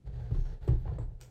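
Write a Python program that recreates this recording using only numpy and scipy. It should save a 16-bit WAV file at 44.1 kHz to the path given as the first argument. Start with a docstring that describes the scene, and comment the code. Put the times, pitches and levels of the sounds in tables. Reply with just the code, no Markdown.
"""Books slide and tip in a cardboard slipcase that is shifted on a table, in a quiet room.
Stick-slip friction of cloth on card hisses and makes the table rumble. Each impact gives a dull knock
and excites the damped modes of the table top, which sways and booms. A small hard object jingles
faintly, fingertips brush the cloth, and at the end a fingernail ticks on the case."""
import sys
import numpy as np
from scipy import signal
from scipy.fft import rfft, irfft
from scipy.io import wavfile
from scipy.ndimage import uniform_filter1d

SR = 44100
rng = np.random.default_rng(int(sys.argv[2]) if len(sys.argv) > 2 else 0)


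def dump_mix(stems):
    """Bounce the given channels to the path in sys.argv[1] as a 16-bit WAV at rate SR."""
    frames = np.atleast_2d(stems).T  # one column per channel
    limited = np.clip(frames, -1, 1)  # hard clip at full scale
    pcm = np.round(limited * 32767).astype(np.int16)
    wavfile.write(sys.argv[1], SR, pcm)


N = 57330
T = np.arange(N) / SR

# impacts of books and case: t/s, knock level/dB, knock f/Hz, crush level/dB, crush tilt/(dB/octave),
# contact time/s, thud level/dB, table boom level/dB, table sway level/dB
IMPACTS = [(0.308, -40, 406, -52.5, 1, 0.0023, -49.5, -20, -14),
           (0.341, -52, 315, -50.5, -0.5, 0.007, -45.5, -45, -22.5),
           (0.677, -28.5, 383.4, -45.5, 2.5, 0.0013, -59, -17.5, -21),
           (0.684, -46.5, 1132, -48, 0.5, 0.001, -50, -28.5, -14),
           (0.709, -48, 560, -55, -2.5, 0.0011, -50.5, -21, -48),
           (0.729, -39.5, 371, -57.5, -2.5, 0.002, -49.5, -42.5, -31),
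           (0.853, -48, 835, -42.5, -10.5, 0.001, -59, -31, -41),
           (0.877, -48.5, 772, -44.5, -6, 0.00066, -63, -28, -64),
           (0.916, -45, 469, -48.5, -9, 0.00057, -60.5, -37, -41.5),
           (0.9844, -41, 494, -46.5, -1.5, 0.0005, -48.5, -31.5, -23)]
# friction spectrum of cloth on card: f/Hz, relative level/dB
FRICTION_SPECTRUM = [(150, -30.5), (280, -7.5), (420, 5), (600, -3), (830, -4), (1050, -17.5),
                     (1600, -12.5), (2400, -23), (4500, -23.5), (5000, -32), (7300, -35.5), (9500, -44.5),
                     (16000, -50)]


def sliding():
    """Stick-slip friction: tiny slips of cloth on card hiss in the case and force the table to vibrate."""
    # start t/s, duration/s, rub level/dB, tilt/(dB/octave), rumble level/dB, drone level/dB
    strokes = [(0.039, 0.096, -64, 0, -40, -44.5), (0.111, 0.21, -60, 1, -40.5, -40.5),
               (0.309, 0.12, -61.5, 3, -37.5, -38), (0.422, 0.14, -59, 1, -44.5, -47),
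               (0.599, 0.16, -59.5, 1, -42, -47.5), (0.68, 0.18, -67, 2, -36.5, -42),
               (0.833, 0.14, -56.5, -1, -36.5, -36.5), (0.983, 0.062, -56, -1, -33.5, -38.5),
               (1.053, 0.11, -65.5, -4, -42, -50.5), (1.176, 0.3, -67, -1, -57, -55)]
    # forced response of the table top, deep and higher: f/Hz, relative level/dB
    rumble_spectrum = [(15, -27), (32, -6), (55, 8), (74, -1.5), (92, -18), (700, -89)]
    drone_spectrum = [(50, -29), (95, -15.5), (123, 2), (140, -12), (156, -13.5), (190, -32), (900, -88.5)]
    rise_s, fall_s, uneven_db, slip_share = 0.032, 0.07, 0.8, 0.42
    rub, rumble = np.zeros((2, N))
    for start, length, db, tilt_db, rumble_db, drone_db in strokes:
        speed = np.clip((T - start) / rise_s, 0, 1) * np.clip((start + length - T) / fall_s + .5, 0, 1)
        roughness = unit(uniform_filter1d(rng.standard_normal(N), size=700))
        grip = speed * amp(uneven_db * roughness)
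        friction = np.sqrt(slip_share) * slips() + np.sqrt(1 - slip_share) * rng.standard_normal(N)
        rub += amp(db) * colour(friction * grip, FRICTION_SPECTRUM, tilt_db)
        rumble += speed * amp(rumble_db) * steady_noise(rumble_spectrum)
        rumble += speed * amp(drone_db) * steady_noise(drone_spectrum)
    return room(rub + rasp() + scuffs(), wet_db=-11.5) + rumble


def rasp():
    """Frequency modulation: narrow resonances of a dragged woven cover rise and sink with its speed."""
    # f/Hz at full speed, width/Hz, level/dB
    weave_bands = [(5570, 300, -77), (6420, 230, -79), (11360, 1300, -88)]
    start_s, length_s, bend = 0.31, 0.26, 0.035
    speed = np.sin(np.pi * np.clip((T - start_s) / length_s, 0, 1))
    glide = 1 + bend * (speed - 1)
    return speed * sum(amp(db) * resonate(slips(), hz * glide, width) for hz, width, db in weave_bands)


def scuffs():
    """Transient friction: the cloth catches in short, gritty bursts of slips."""
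    # t/s, level/dB, tilt/(dB/octave)
    catches = [(0.073, -57.5, 1), (0.204, -59.5, 0.5), (0.646, -60, 1)]
    return sum(amp(db) * colour(slips() * gaussian(s, width_s=0.011), FRICTION_SPECTRUM, tilt_db)
               for s, db, tilt_db in catches)


def knocks():
    """Impact excitation: a book knocks the case into ringing, the card crushes and the pages thud."""
    # slipcase: f/Hz, level/dB, T60/s
    case_modes = [(317.3, -16, 0.23), (355.2, -13, 0.19), (430, -15.5, 0.18), (549.3, -9.5, 0.07),
                  (834, -20, 0.14)]
    # crushed card and block of pages: f/Hz, relative level/dB
    crush_spectrum = [(150, -31.5), (350, -3.5), (700, 3), (1150, 0), (3000, -14.5), (8000, -32),
                      (16000, -38)]
    thud_spectrum = [(120, -22.5), (220, -1), (360, 1.5), (520, -11), (900, -23.5), (2500, -55.5)]
    hollow, crush, thud = np.zeros((3, N))
    for s, knock_db, hz, crush_db, tilt_db, contact_s, thud_db, *_ in IMPACTS:
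        onset = 1 - np.exp(-T / contact_s)
        # the spot that is hit sets the pitch; the hand damps it
        knock = gaussian(0, width_s=0.011) * np.sin(2 * np.pi * hz * T)
        add(hollow, s, amp(knock_db) * onset * (knock + ring(case_modes, detune=0.011)))
        # a softer contact crushes for longer
        burst = onset * decay(t60=0.031 + 7.1 * contact_s) * rng.standard_normal(N)
        add(crush, s, amp(crush_db) * colour(burst, crush_spectrum, tilt_db))
        add(thud, s, amp(thud_db) * onset * decay(t60=0.32) * steady_noise(thud_spectrum))
    return room(hollow, wet_db=-14) + room(crush, wet_db=-4.5) + thud


def table_top():
    """Modal vibration: after each impact the table's lowest mode sways and the higher ones boom."""
    # f/Hz, level/dB, T60/s, lag/s, rise time/s
    table_modes = [(31.18, -5, 0.55, 0.015, 0.037), (56.9, -1.5, 0.16, 0.01, 0.0089),
                   (113.6, 2, 0.16, 0.0051, 0.0069), (152.5, -11, 0.14, 0.008, 0.018)]
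    out = np.zeros(N)
    for k, (hz, db, t60, lag, rise) in enumerate(table_modes):
        swell = 1 - gaussian(0, rise)
        mode = amp(db) * swell * decay(t60) * np.sin(2 * np.pi * hz * T)
        for s, *_, boom_db, sway_db in IMPACTS:
            add(out, s + lag, amp(boom_db if k else sway_db) * mode)
    return out


def fingernail():
    """Impulse response: a nail snaps over the case's edge in ringing ticks, and the room reverberates."""
    # t/s, snap level/dB, ring level/dB
    ticks = [(1.2058, -44, -73), (1.2122, -32.5, -55.5), (1.2141, -35, -65), (1.2242, -41, -65),
             (1.233, -42, -63)]
    # f/Hz, relative level/dB
    snap_spectrum = [(200, -6.5), (2200, -2), (4500, -5.5), (8200, -5), (10300, -20.5), (12000, -12.5),
                     (15500, -14)]
    # f/Hz, level/dB, T60/s
    nail_modes = [(5873, -6, 0.031), (6900, -6, 0.023), (7900, -3, 0.022)]
    out = np.zeros(N)
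    for s, snap_db, ring_db in ticks:
        snap = decay(t60=0.0029) * rng.standard_normal(N)
        add(out, s, amp(snap_db) * colour(snap / np.linalg.norm(snap), snap_spectrum))
        add(out, s, amp(ring_db) * ring(nail_modes, detune=0.012))
    tail = decay(t60=0.3) * rng.standard_normal(N)
    return reverberate(out, tail, wet_db=0.5)


def jingle():
    """Contact chatter: jolted by knocks, a small hard object rattles in two high resonances."""
    # t/s, level/dB, T60/s
    rattles = [(0.673, -58, 0.032), (0.985, -67.5, 0.12), (1.024, -76.5, 0.095)]
    # f/Hz, width/Hz, relative level/dB
    resonances = [(7270, 500, -7), (7860, 500, -1.5)]
    out = np.zeros(N)
    for s, db, t60 in rattles:
        chatter = sum(amp(db + part_db) * resonate(slips(), hz, width) for hz, width, part_db in resonances)
        add(out, s, decay(t60) * chatter)
    return room(out, wet_db=-5.5)


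def fingertips():
    """Light friction: skin brushes the cloth with a thin, airy hiss."""
    # t/s, level/dB
    brushes = [(0.654, -82.5), (0.806, -84)]
    touch = sum(amp(db) * gaussian(s, width_s=0.03) for s, db in brushes)
    return touch * noise_band(hz=12600, width=4200)


def hush():
    """Ambient noise: the steady, low background of the room."""
    # f/Hz, relative level/dB
    air_spectrum = [(15, -13), (55, 0.5), (200, -13.5), (420, -18.5), (1000, -37), (8000, -47.5),
                    (16000, -62)]
    return amp(-62) * unit(colour(rng.standard_normal(N), air_spectrum))


def room(x, wet_db, gap_s=0.0055):
    """Diffuse reverberation: the treble of the tail dies sooner than the bass."""
    # f/Hz, T60/s
    decay_times = [(150, 0.37), (12000, 0.17)]
    hz, t, bands = signal.stft(rng.standard_normal(N) * (T > gap_s), SR, nperseg=256)
    damping = np.exp(-np.log(1000) * t / read(decay_times, hz)[:, None])
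    tail = signal.istft(bands * damping, SR)[1][:N]
    return reverberate(x, tail, wet_db)


def reverberate(x, tail, wet_db):
    """Convolution with a tail of unit energy, added to the direct sound."""
    return x + amp(wet_db) * signal.fftconvolve(x, tail / np.linalg.norm(tail))[:N]


def slips(per_s=2000, spread_db=2.5):
    """Shot noise: randomly timed slips of uneven size, rms 1."""
    sizes = amp(spread_db * np.minimum(rng.exponential(1, N), 4)) * rng.choice([-1, 1], N)
    return unit(sizes * (rng.random(N) < per_s / SR))


def steady_noise(spectrum):
    """Coloured noise held at an even strength by its running rms."""
    noise = colour(rng.standard_normal(N), spectrum)
    return noise / np.sqrt(uniform_filter1d(noise ** 2, size=1800) + 1e-9)


def noise_band(hz, width):
    """Band-pass noise, rms 1."""
    f = np.fft.rfftfreq(N, 1 / SR)
    return unit(irfft(rfft(rng.standard_normal(N)) / (1 + ((f - hz) / (width / 2)) ** 2), N))


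def ring(modes, detune):
    """Free vibration of damped modes, slightly retuned by the grip."""
    return sum(amp(db) * decay(t60) * np.sin(2 * np.pi * hz * (1 + detune * rng.standard_normal()) * T)
               for hz, db, t60 in modes)


def resonate(x, hz, width):
    """Driven resonance at a fixed or gliding frequency, rms 1."""
    carrier = np.exp(2j * np.pi * np.cumsum(hz * np.ones(N)) / SR)
    pole = np.exp(-np.pi * width / SR)
    baseband = signal.lfilter([1], np.poly([pole, pole]), x / carrier)
    return unit((carrier * baseband).real)


def colour(x, spectrum, tilt_db=0):
    """Causal filter of unit power, tilted by tilt_db per octave above 500 Hz."""
    hz = abs(np.fft.fftfreq(8192, 1 / SR))
    octaves = np.log2(np.maximum(hz, 500) / 1000)
    gain = unit(amp(read(spectrum, hz) + tilt_db * octaves))
    minimum_phase = np.exp(np.conj(signal.hilbert(np.log(gain + 1e-7))))
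    return signal.fftconvolve(x, np.fft.ifft(minimum_phase).real)[:N]


def decay(t60):
    """Exponential decay, 60 dB in t60 seconds."""
    return np.exp(-np.log(1000) * T / t60)


def gaussian(s, width_s):
    """Bell-shaped envelope centred on time s."""
    return np.exp(-((T - s) / width_s) ** 2)


def amp(db):
    """Decibels to gain."""
    return 10 ** (np.asarray(db) / 20)


def unit(x):
    """Scales to rms 1."""
    return x / np.sqrt(np.mean(x ** 2) + 1e-20)


def read(points, hz):
    """Interpolates on a log-frequency axis."""
    f, value = np.transpose(points)
    return np.interp(np.log(hz + 1), np.log(f + 1), value)


def add(mix, s, sound):
    """Mixes a sound in at time s."""
    part = mix[max(round(s * SR), 0):][:len(sound)]
    part += sound[:len(part)]


def scene():
    """Superposition of all sources in one channel."""
    return (sliding() + table_top() + knocks() + jingle() + fingertips() + fingernail() + hush())[None]


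def record(dry):
    """Band limiting: a steep low-pass at 15850 Hz."""
    low_pass = signal.firwin(511, 15850, window=("kaiser", 9), fs=SR)
    return signal.oaconvolve(dry, low_pass[None], "same")


dry = scene()
out = record(dry)
dump_mix(out)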